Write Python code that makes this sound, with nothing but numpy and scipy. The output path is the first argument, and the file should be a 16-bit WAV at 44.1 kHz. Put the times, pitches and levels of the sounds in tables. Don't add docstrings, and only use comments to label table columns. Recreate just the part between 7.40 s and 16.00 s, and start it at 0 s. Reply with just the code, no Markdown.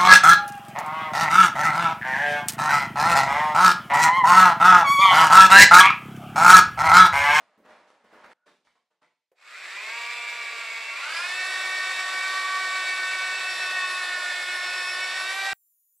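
import sys
import numpy as np
from scipy import signal
from scipy.fft import rfft, irfft
from scipy.io import wavfile
from scipy.ndimage import uniform_filter1d

SR = 44100
rng = np.random.default_rng(int(sys.argv[2]) if len(sys.argv) > 2 else 0)


def master_out(mix):
    frames = np.transpose(np.atleast_2d(mix))
    ceiling = np.clip(frames, -1, 1)
    pcm = np.round(ceiling * 32767).astype(np.int16)
    wavfile.write(sys.argv[1], SR, pcm)


N = 379260
T = np.arange(N) / SR
HZ = np.fft.rfftfreq(N, 1 / SR)


# (frequency [Hz], relative level [dB])
AIR_SPECTRUM = [(30, -17.5), (100, -7.5), (250, -8), (500, -7.5), (1600, -6), (4000, -2), (15000, -16)]
# (frequency [Hz], likeness [0-1])
LIKENESS = [(300, 1), (1200, 0.99), (2600, 0.86), (5500, 0.72), (10000, 0.77)]
# (frequency [Hz], left minus right [dB])
BALANCE = [(200, -0.1), (2500, -0.9), (6000, -1.1), (14000, 1)]
# (frequency [Hz], t60 [s])
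ROOM_T60 = [(150, 0.39), (530, 0.42), (1400, 0.35), (3700, 0.57), (12000, 0.46)]
EDGE_HZ = 15750

# (time [s], frequency [Hz], level before the tone gains [dB])
WHISTLE_GLIDE = [(8.14, 7820, -71), (8.17, 7530, -81), (8.23, 7270, -79), (8.32, 7200, -80),
                 (8.36, 6760, -85), (8.45, 6960, -81), (8.545, 6955, -80), (8.577, 8200, -76),
                 (8.6, 8380, -76)]
# (frequency [Hz], relative level [dB])
HISS_SPECTRUM = [(1000, -50.5), (4000, -45), (6000, -13.5), (7800, -16), (9400, -5.5), (12000, -2),
                 (14500, -3), (15700, -2.5)]

# (time [s], level [dB], length [s], gain above 3 kHz [dB])
SCUFFS = [(0.0, -58, 0.023, 8), (0.233, -55.5, 0.085, -1), (0.268, -53.5, 0.12, 0),
          (0.467, -64, 0.054, 9.5), (0.637, -60, 0.043, 2), (0.667, -53.5, 0.27, -1),
          (0.835, -50.5, 0.025, -1), (.885, -63, .1, 9), (1.055, -54.5, 0.043, 7), (1.24, -66.5, 0.041, 13),
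          (1.35, -61.5, 0.017, 3), (1.5, -71, 0.032, 6), (1.613, -58, 0.028, 5)]
# (frequency [Hz], relative level [dB])
SOLE_SPECTRUM = [(60, -40), (200, -6), (380, -6.5), (530, 0), (700, -0.5), (900, 1), (1750, -4),
                 (3000, -14), (5700, -23.5), (9700, -32), (15000, -56)]
# (time [s], level [dB])
HEELS = [(.172, -56.5), (.245, -61.5), (.635, -63), (.72, -56), (.836, -56), (1.059, -64)]
# (frequency [Hz], relative level [dB])
HEEL_SPECTRUM = [(50, -27), (130, -27), (200, -3), (300, -5), (550, -5), (1000, -41)]
# (time [s], level [dB])
CRUNCHES = [(0.845, -42.5), (0.862, -43), (0.917, -47), (1.079, -48), (1.271, -50.5), (1.63, -51.5),
            (1.645, -55)]
# (frequency [Hz], relative level [dB])
CRUNCH_SPECTRUM = [(300, -23), (900, 5), (2200, 4), (3000, -15), (3700, -9), (6000, -23), (14000, -40)]
# (time [s], level before a 0.5 dB cut [dB])
SQUEAK_LEVEL = [(.93, -110), (.96, -81), (1.01, -80), (1.04, -71), (1.07, -75), (1.1, -120)]
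SQUEAK_HZ = 1460
SCUFF_RISE_SHARE = 0.27
HEEL_RISE_S, HEEL_DECAY_S = 0.0073, 0.045
HUSH_S, BREAK_S = 0.933, 8.132

# (time [s], layshaft speed gained [rev/s], motor lag [s])
SQUEEZES = [(1.914, 37, .275), (3.553, 19.5, .135)]
# (time [s], layshaft speed lost [rev/s])
LOAD = [(2.0, 0), (2.3, .9), (2.56, 0), (3.29, 3.9), (3.7, 3.8), (3.96, 2.25), (4.7, 2.54), (4.94, 1.98),
        (5.5, 2.63), (5.76, 2.65), (6.26, 3.14), (6.92, 4.64), (7.54, 3.87), (7.78, 2.77), (8.0, .81),
        (8.13, .51)]
# (time [s], state [0 part speed, 1 full speed, 2 labouring; held beyond the ends])
STATE = [(3.56, -0.5), (3.74, 1.57), (6.05, 1.4), (6.4, 6), (7.6, 6), (8.1, 1.3)]
PINION_TEETH = 7
FULL_SPEED_REV_S = 54
ARMATURE_RATIO = 34 / 5

# (time [s], level before random swell [dB])
CHURN_LEVEL = [(2.0, -81), (2.3, -62), (2.75, -57), (3.45, -59), (4.2, -51), (6.4, -50.5), (7.75, -50.5),
               (8.12, -50.5)]
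# (frequency [Hz], relative level [dB])
CHURN_SPECTRUM = [(100, -45.5), (220, -24.5), (330, -19), (480, -4), (720, 9.5), (1000, -14.5),
                  (1600, -14.5), (4000, -35.5)]
# (frequency [Hz], relative level [dB])
BUMP_SPECTRUM = [(20, -11), (70, -0.5), (160, -4.5), (300, -9), (800, -41.5)]

# (frequency [Hz], relative level at part speed [dB], at full speed [dB])
RUSH_SPECTRA = [(100, -73, -69.5), (200, -76.5, -64.5), (295, -48, -43.5), (546, -38, -32.5),
                (730, -38.5, -32.5), (1236, -32.5, -25.5), (2480, -24, -25.5), (2840, -33, -30),
                (4420, -33.5, -28.5), (6600, -44, -38), (7530, -36, -34.5), (9080, -48.5, -40.5),
                (11720, -55, -50.5), (15570, -64, -61.5)]
BRUSHES_S, TAKE_UP_S = 1.945, 0.13
RUSH_DB = -42.5
LOAD_MUFFLES_DB = 0.1
WHINE_GROWTH_DB, RUSH_GROWTH_DB = 51, 26.5

# (frequency [Hz], line level at full speed [dB])
CASE = [(200, -74.5), (370, -60), (750, -56.5), (950, -41), (1150, -39), (1500, -37), (1890, -38),
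        (2300, -36), (2640, -39), (3000, -50), (3350, -51.5), (3800, -49), (4200, -51.5), (4750, -51),
        (5300, -61.5), (6200, -69.5), (7100, -63.5), (7900, -55), (8400, -62), (9000, -67.5),
        (12000, -79.5)]
# (multiple of armature speed, level over the case at part speed [dB], full speed [dB], labouring [dB])
ARMATURE = [(1, -1.5, -2.5, 1), (2, 7, 7, 6), (3, 6.5, -21.5, -25.5), (5, 1.5, 5.5, 1), (10, 7, 2, 5.5),
            (12, 4, -19, -1), (15, 3, 3.5, 15.5), (30, 1, 11, 21.5)]
# (time [s], level over the case [dB])
SECOND_SWELL = [(7.8, -3), (7.9, -4), (7.97, 15.5), (8.13, 13)]
# (time [s], level over the case [dB])
THIRD_SWELL = [(3.5, 3.5), (4.0, -8), (5.1, 8), (6.15, -6.5), (6.45, 4), (6.97, -12), (7.25, -2.5),
               (8.1, -3)]
# (time [s], level over the case [dB])
FOURTH_SWELL = [(2.7, 3), (3.35, -3.5), (3.65, 4), (3.9, -3), (5.75, 3.5), (6.5, -0.5), (8.0, 0.5)]
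# (time [s], level over the case [dB])
FIFTH_SWELL = [(3.5, -1), (4.05, -0.5), (4.35, 0.5), (5.6, -8.5), (6.4, 5.5), (7.25, 3), (8.0, -4.5)]
# (time [s], level over the case [dB])
SIXTH_SWELL = [(3.1, -2.5), (3.9, -0.5), (5.3, 2), (5.9, 2.5), (6.25, -7.5), (6.7, -6.5), (7.0, -1),
               (8.1, -1.5)]
# (time [s], level over the case [dB])
SEVENTH_SWELL = [(3.5, 0), (4.1, 1.5), (4.8, -4), (5.15, -12), (5.5, 1), (6.45, 4), (6.95, -4), (7.45, 3.5),
                 (8.0, -5)]
# (time [s], gain [dB])
SHRILL_SWELL = [(6.1, 3.5), (6.9, -6.5), (7.2, 3.5), (7.6, 5.5), (8.1, -2.5)]

# (time [s], level before a 4 dB cut [dB], decay [s])
KNOCK = (1.914, -58.5, 0.016)
# (frequency [Hz], relative level [dB])
KNOCK_SPECTRUM = [(120, -35), (300, -14), (500, 8), (800, -12), (2000, -15), (4000, -29)]


def amp(db):
    return 10 ** (np.asarray(db) / 20)


def evened(x):
    return x / np.sqrt(np.mean(abs(x) ** 2) + 1e-20)


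def curve(rows, axis=1):
    rows = np.array(rows, float)
    return np.interp(T, rows[:, 0], rows[:, axis])


def read(rows, hz, axis=1):
    rows = np.array(rows, float)
    return np.interp(np.log(hz + 1), np.log(rows[:, 0] + 1), rows[:, axis])


def wander(rate_hz):
    hz = np.fft.rfftfreq(8192, N / SR / 8192)
    slow = irfft(rfft(rng.standard_normal(8192)) / (1 + (hz / rate_hz) ** 2))
    return np.interp(T, np.linspace(0, T[-1], len(slow)), evened(slow))


def noise_pair():
    return rng.standard_normal((2, N))


def colour(pair, rows, axis=1):
    mid, side = rfft(pair) * amp(read(rows, HZ, axis=axis))
    same = np.clip(read(LIKENESS, HZ), 0, 1)
    mid = mid * np.sqrt(1 + same)
    side = side * np.sqrt(1 - same)
    return evened(irfft(np.array([mid + side, mid - side]), N))


def grains(per_s, spread_db):
    size = amp(spread_db * np.minimum(rng.exponential(1, (2, N)), 4))
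    hits = rng.random((2, N)) < per_s / SR
    return evened(size * rng.standard_normal((2, N)) * hits)


def stroke(start_s, rise_s, decay_s):
    age = T - start_s
    return np.clip(age / rise_s, 0, 1) ** 2.0 * np.exp(-np.clip((age - rise_s) / decay_s, 0, 40))


def until(end_s, fade_s):
    return np.exp(-np.clip((T - end_s) / fade_s, 0, 40))


def room(pair, wet_db):
    hz, t, z = signal.stft(rng.standard_normal((2, SR // 2)), SR, nperseg=256)
    decay = amp(-60 * t / read(ROOM_T60, hz)[:, None])
    mid, side = signal.istft(z * decay * (t > .004), SR, nperseg=256)[1]
    tail = (mid + .09 * np.array([side, -side])) / np.linalg.norm(mid)
    wet = signal.fftconvolve(pair, tail, axes=1)[:, :N]
    return (pair + amp(wet_db) * wet) / np.hypot(1, amp(wet_db))


def room_air():
    return amp(-97.0) * colour(noise_pair(), AIR_SPECTRUM)


def whistle():
    phase = 2 * np.pi * np.cumsum(curve(WHISTLE_GLIDE, axis=1)) / SR
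    fundamental = amp(3.0) * np.sin(phase + .5 * wander(80))
    octave = amp(10) * np.sin(2 * phase + 1.5 * wander(150))
    tone = amp(curve(WHISTLE_GLIDE, axis=2)) * (fundamental + octave)
    hiss = amp(-67.5) * colour(noise_pair(), HISS_SPECTRUM)
    return (T > BREAK_S) * (tone + hiss)


def footsteps():
    scrape = colour(noise_pair() + 0.45 * grains(700, 2.7), SOLE_SPECTRUM)
    grit = signal.sosfilt(signal.butter(2, 3000, "high", fs=SR, output="sos"), scrape)
    heel = colour(noise_pair(), HEEL_SPECTRUM)
    crack = colour(noise_pair(), CRUNCH_SPECTRUM)

    early = amp(-67.5) * scrape
    late = np.zeros((2, N))
    for s, db, length_s, grit_db in SCUFFS:
        group = early if s < HUSH_S else late
        envelope = stroke(s, SCUFF_RISE_SHARE * length_s, (1 - SCUFF_RISE_SHARE) * length_s)
        group += amp(db) * envelope * (scrape + (amp(grit_db) - 1) * grit)
    for s, db in HEELS:
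        group = early if s < HUSH_S else late
        group += amp(db) * stroke(s, HEEL_RISE_S, HEEL_DECAY_S) * heel
    for s, db in CRUNCHES:
        group = early if s < HUSH_S else late
        group += amp(db) * stroke(s, 0.00047, 0.0027) * crack

    hush = until(HUSH_S, 0.00067) + amp(-24) * (T > HUSH_S) * until(HUSH_S, 0.29)
    squeak_phase = 2 * np.pi * SQUEAK_HZ * T + 1.3 * wander(60.7)
    squeak = amp(curve(SQUEAK_LEVEL) - 0.5) * np.sin(squeak_phase)
    return room(early, wet_db=-2.0) * hush + room(late, wet_db=3) + squeak


def motor_speed():
    free = sum(gain * (1 - until(s, lag_s)) for s, gain, lag_s in SQUEEZES)
    return np.maximum(uniform_filter1d(free - curve(LOAD), 1500), .5)


def layshaft(flutter=0.001219, drag=0.0011):
    speed = motor_speed()
    paddle = 2 * np.pi * np.cumsum(speed) / SR * PINION_TEETH / 47
    speed = speed * (1 + flutter * wander(25.7) + drag * np.sin(paddle))
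    angle = 2 * np.pi * np.cumsum(speed) / SR
    return speed, angle, paddle


def churn(paddle):
    slop = colour(noise_pair() + 0.55 * grains(200, 1.9), CHURN_SPECTRUM)
    level_db = curve(CHURN_LEVEL) + 1.2 * np.sin(2 * paddle) + 0.77 * wander(17)
    bumps = amp(-86) * colour(grains(13, 3), BUMP_SPECTRUM) * stroke(3.7, 1.2, 2.2)
    return slop * amp(level_db) + bumps


def rush_level(speed):
    growth_db = RUSH_GROWTH_DB * np.log10(speed / FULL_SPEED_REV_S)
    db = RUSH_DB + growth_db - LOAD_MUFFLES_DB * curve(LOAD) + 0.77 * wander(33)
    return amp(db) * (1 - until(BRUSHES_S, TAKE_UP_S))


def rush(speed, angle, state, repeat=0.28, rattle=0.16, bite=0.48, part_db=10, full_db=8.0):
    flaws = rng.standard_normal((2, 700))
    flaws = flaws - flaws.mean(axis=1, keepdims=True)
    place = angle / (2 * np.pi) % 1
    repeating = np.array([np.interp(place, np.linspace(0, 1, len(row)), row) for row in flaws])
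    drive = noise_pair() + repeat * evened(repeating) + rattle * grains(700, 1.6)
    drive = drive * (1 + bite * np.cos(PINION_TEETH * angle)) * (1 + 0.12 * np.cos(2 * angle))
    full = np.clip(state, 0, 1)
    part_noise = (1 - full) * amp(part_db) * colour(drive, RUSH_SPECTRA, axis=1)
    full_noise = full * amp(full_db) * colour(drive, RUSH_SPECTRA, axis=2)
    return room(part_noise + full_noise, wet_db=0) * rush_level(speed)


def whine(order, db, angle, paddle, throb, fading=0.29, wobble=0.22, width=0.0018, fading_hz=14):
    start, lag, ear, tilt = rng.uniform(0, 2 * np.pi, 4)
    level = amp(db) * (1 + throb * np.sin(paddle + lag)) * np.sqrt(2 / (1 + 2 * fading ** 2))
    phase = order * angle + start + wobble * np.sin(angle + tilt)
    in_phase = (1 + fading * wander(fading_hz)) * np.cos(phase)
    quadrature = fading * wander(fading_hz) * np.sin(phase)
    line = level * (in_phase + quadrature)
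    side = min(width * order, .4) * level * np.cos(phase + ear + 2 * np.pi * T)
    return np.array([line + side, line - side])


def gears(speed, angle, paddle, state, throb=0.2, drift_db=1.2, count=23):
    swells = {2: SECOND_SWELL, 3: THIRD_SWELL, 4: FOURTH_SWELL,
              5: FIFTH_SWELL, 6: SIXTH_SWELL, 7: SEVENTH_SWELL}
    growth_db = WHINE_GROWTH_DB * np.log10(speed / FULL_SPEED_REV_S)
    lines = np.zeros((2, N))
    for k in range(2, count):
        order = k * PINION_TEETH
        swell_db = curve(swells[k]) if k in swells else drift_db * wander(1.4)
        depth = np.minimum(throb * amp(-swell_db), .7)
        line_db = growth_db + read(CASE, order * speed) + swell_db
        lines += whine(order, line_db, angle, paddle, depth)
    for multiple, *state_dbs in ARMATURE:
        order = round(multiple) * ARMATURE_RATIO
        swell_db = np.interp(state, np.arange(3), state_dbs)
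        if round(multiple) == 15:
            swell_db = swell_db + curve(SHRILL_SWELL)
        line_db = growth_db + read(CASE, order * speed) + swell_db
        lines += whine(order, line_db, angle, paddle, throb)

    acceleration = abs(np.gradient(uniform_filter1d(motor_speed(), 6000))) * SR
    least_blur = .4 * (1 - np.clip(state, 0, 1))
    blur = np.clip((acceleration - 6) / 25, least_blur, .95)
    return np.sqrt(1 - blur ** 2) * lines + blur * room(lines, wet_db=16)


def drill():
    speed, angle, paddle = layshaft()
    state = curve(STATE)
    start_s, knock_db, decay_s = KNOCK
    knock = amp(knock_db - 4.0) * stroke(start_s, 0.0037, decay_s) * colour(noise_pair(), KNOCK_SPECTRUM)
    knock = room(knock, wet_db=-10.5)
    running = gears(speed, angle, paddle, state) + rush(speed, angle, state) + churn(paddle)
    onset = np.clip((T - start_s) / 0.016, 0, 1)
    break_off = 0.94 * until(BREAK_S, 0.00014) + 0.036 * until(BREAK_S, 0.01)
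    click = amp(-31.5) * stroke(BREAK_S - .001, 0.00044, 0.00051)
    return knock + running * onset * break_off + click


def scene():
    return room_air() + whistle() + footsteps() + drill()


def record(dry):
    tilt_db = np.array([[.5], [-.5]]) * read(BALANCE, HZ)
    tilted = irfft(rfft(dry) * amp(tilt_db), N)
    lowpass = signal.firwin(511, EDGE_HZ, window=("kaiser", 9), fs=SR)
    return signal.oaconvolve(tilted, lowpass[None], "same")


dry = scene()
out = record(dry)
master_out(out)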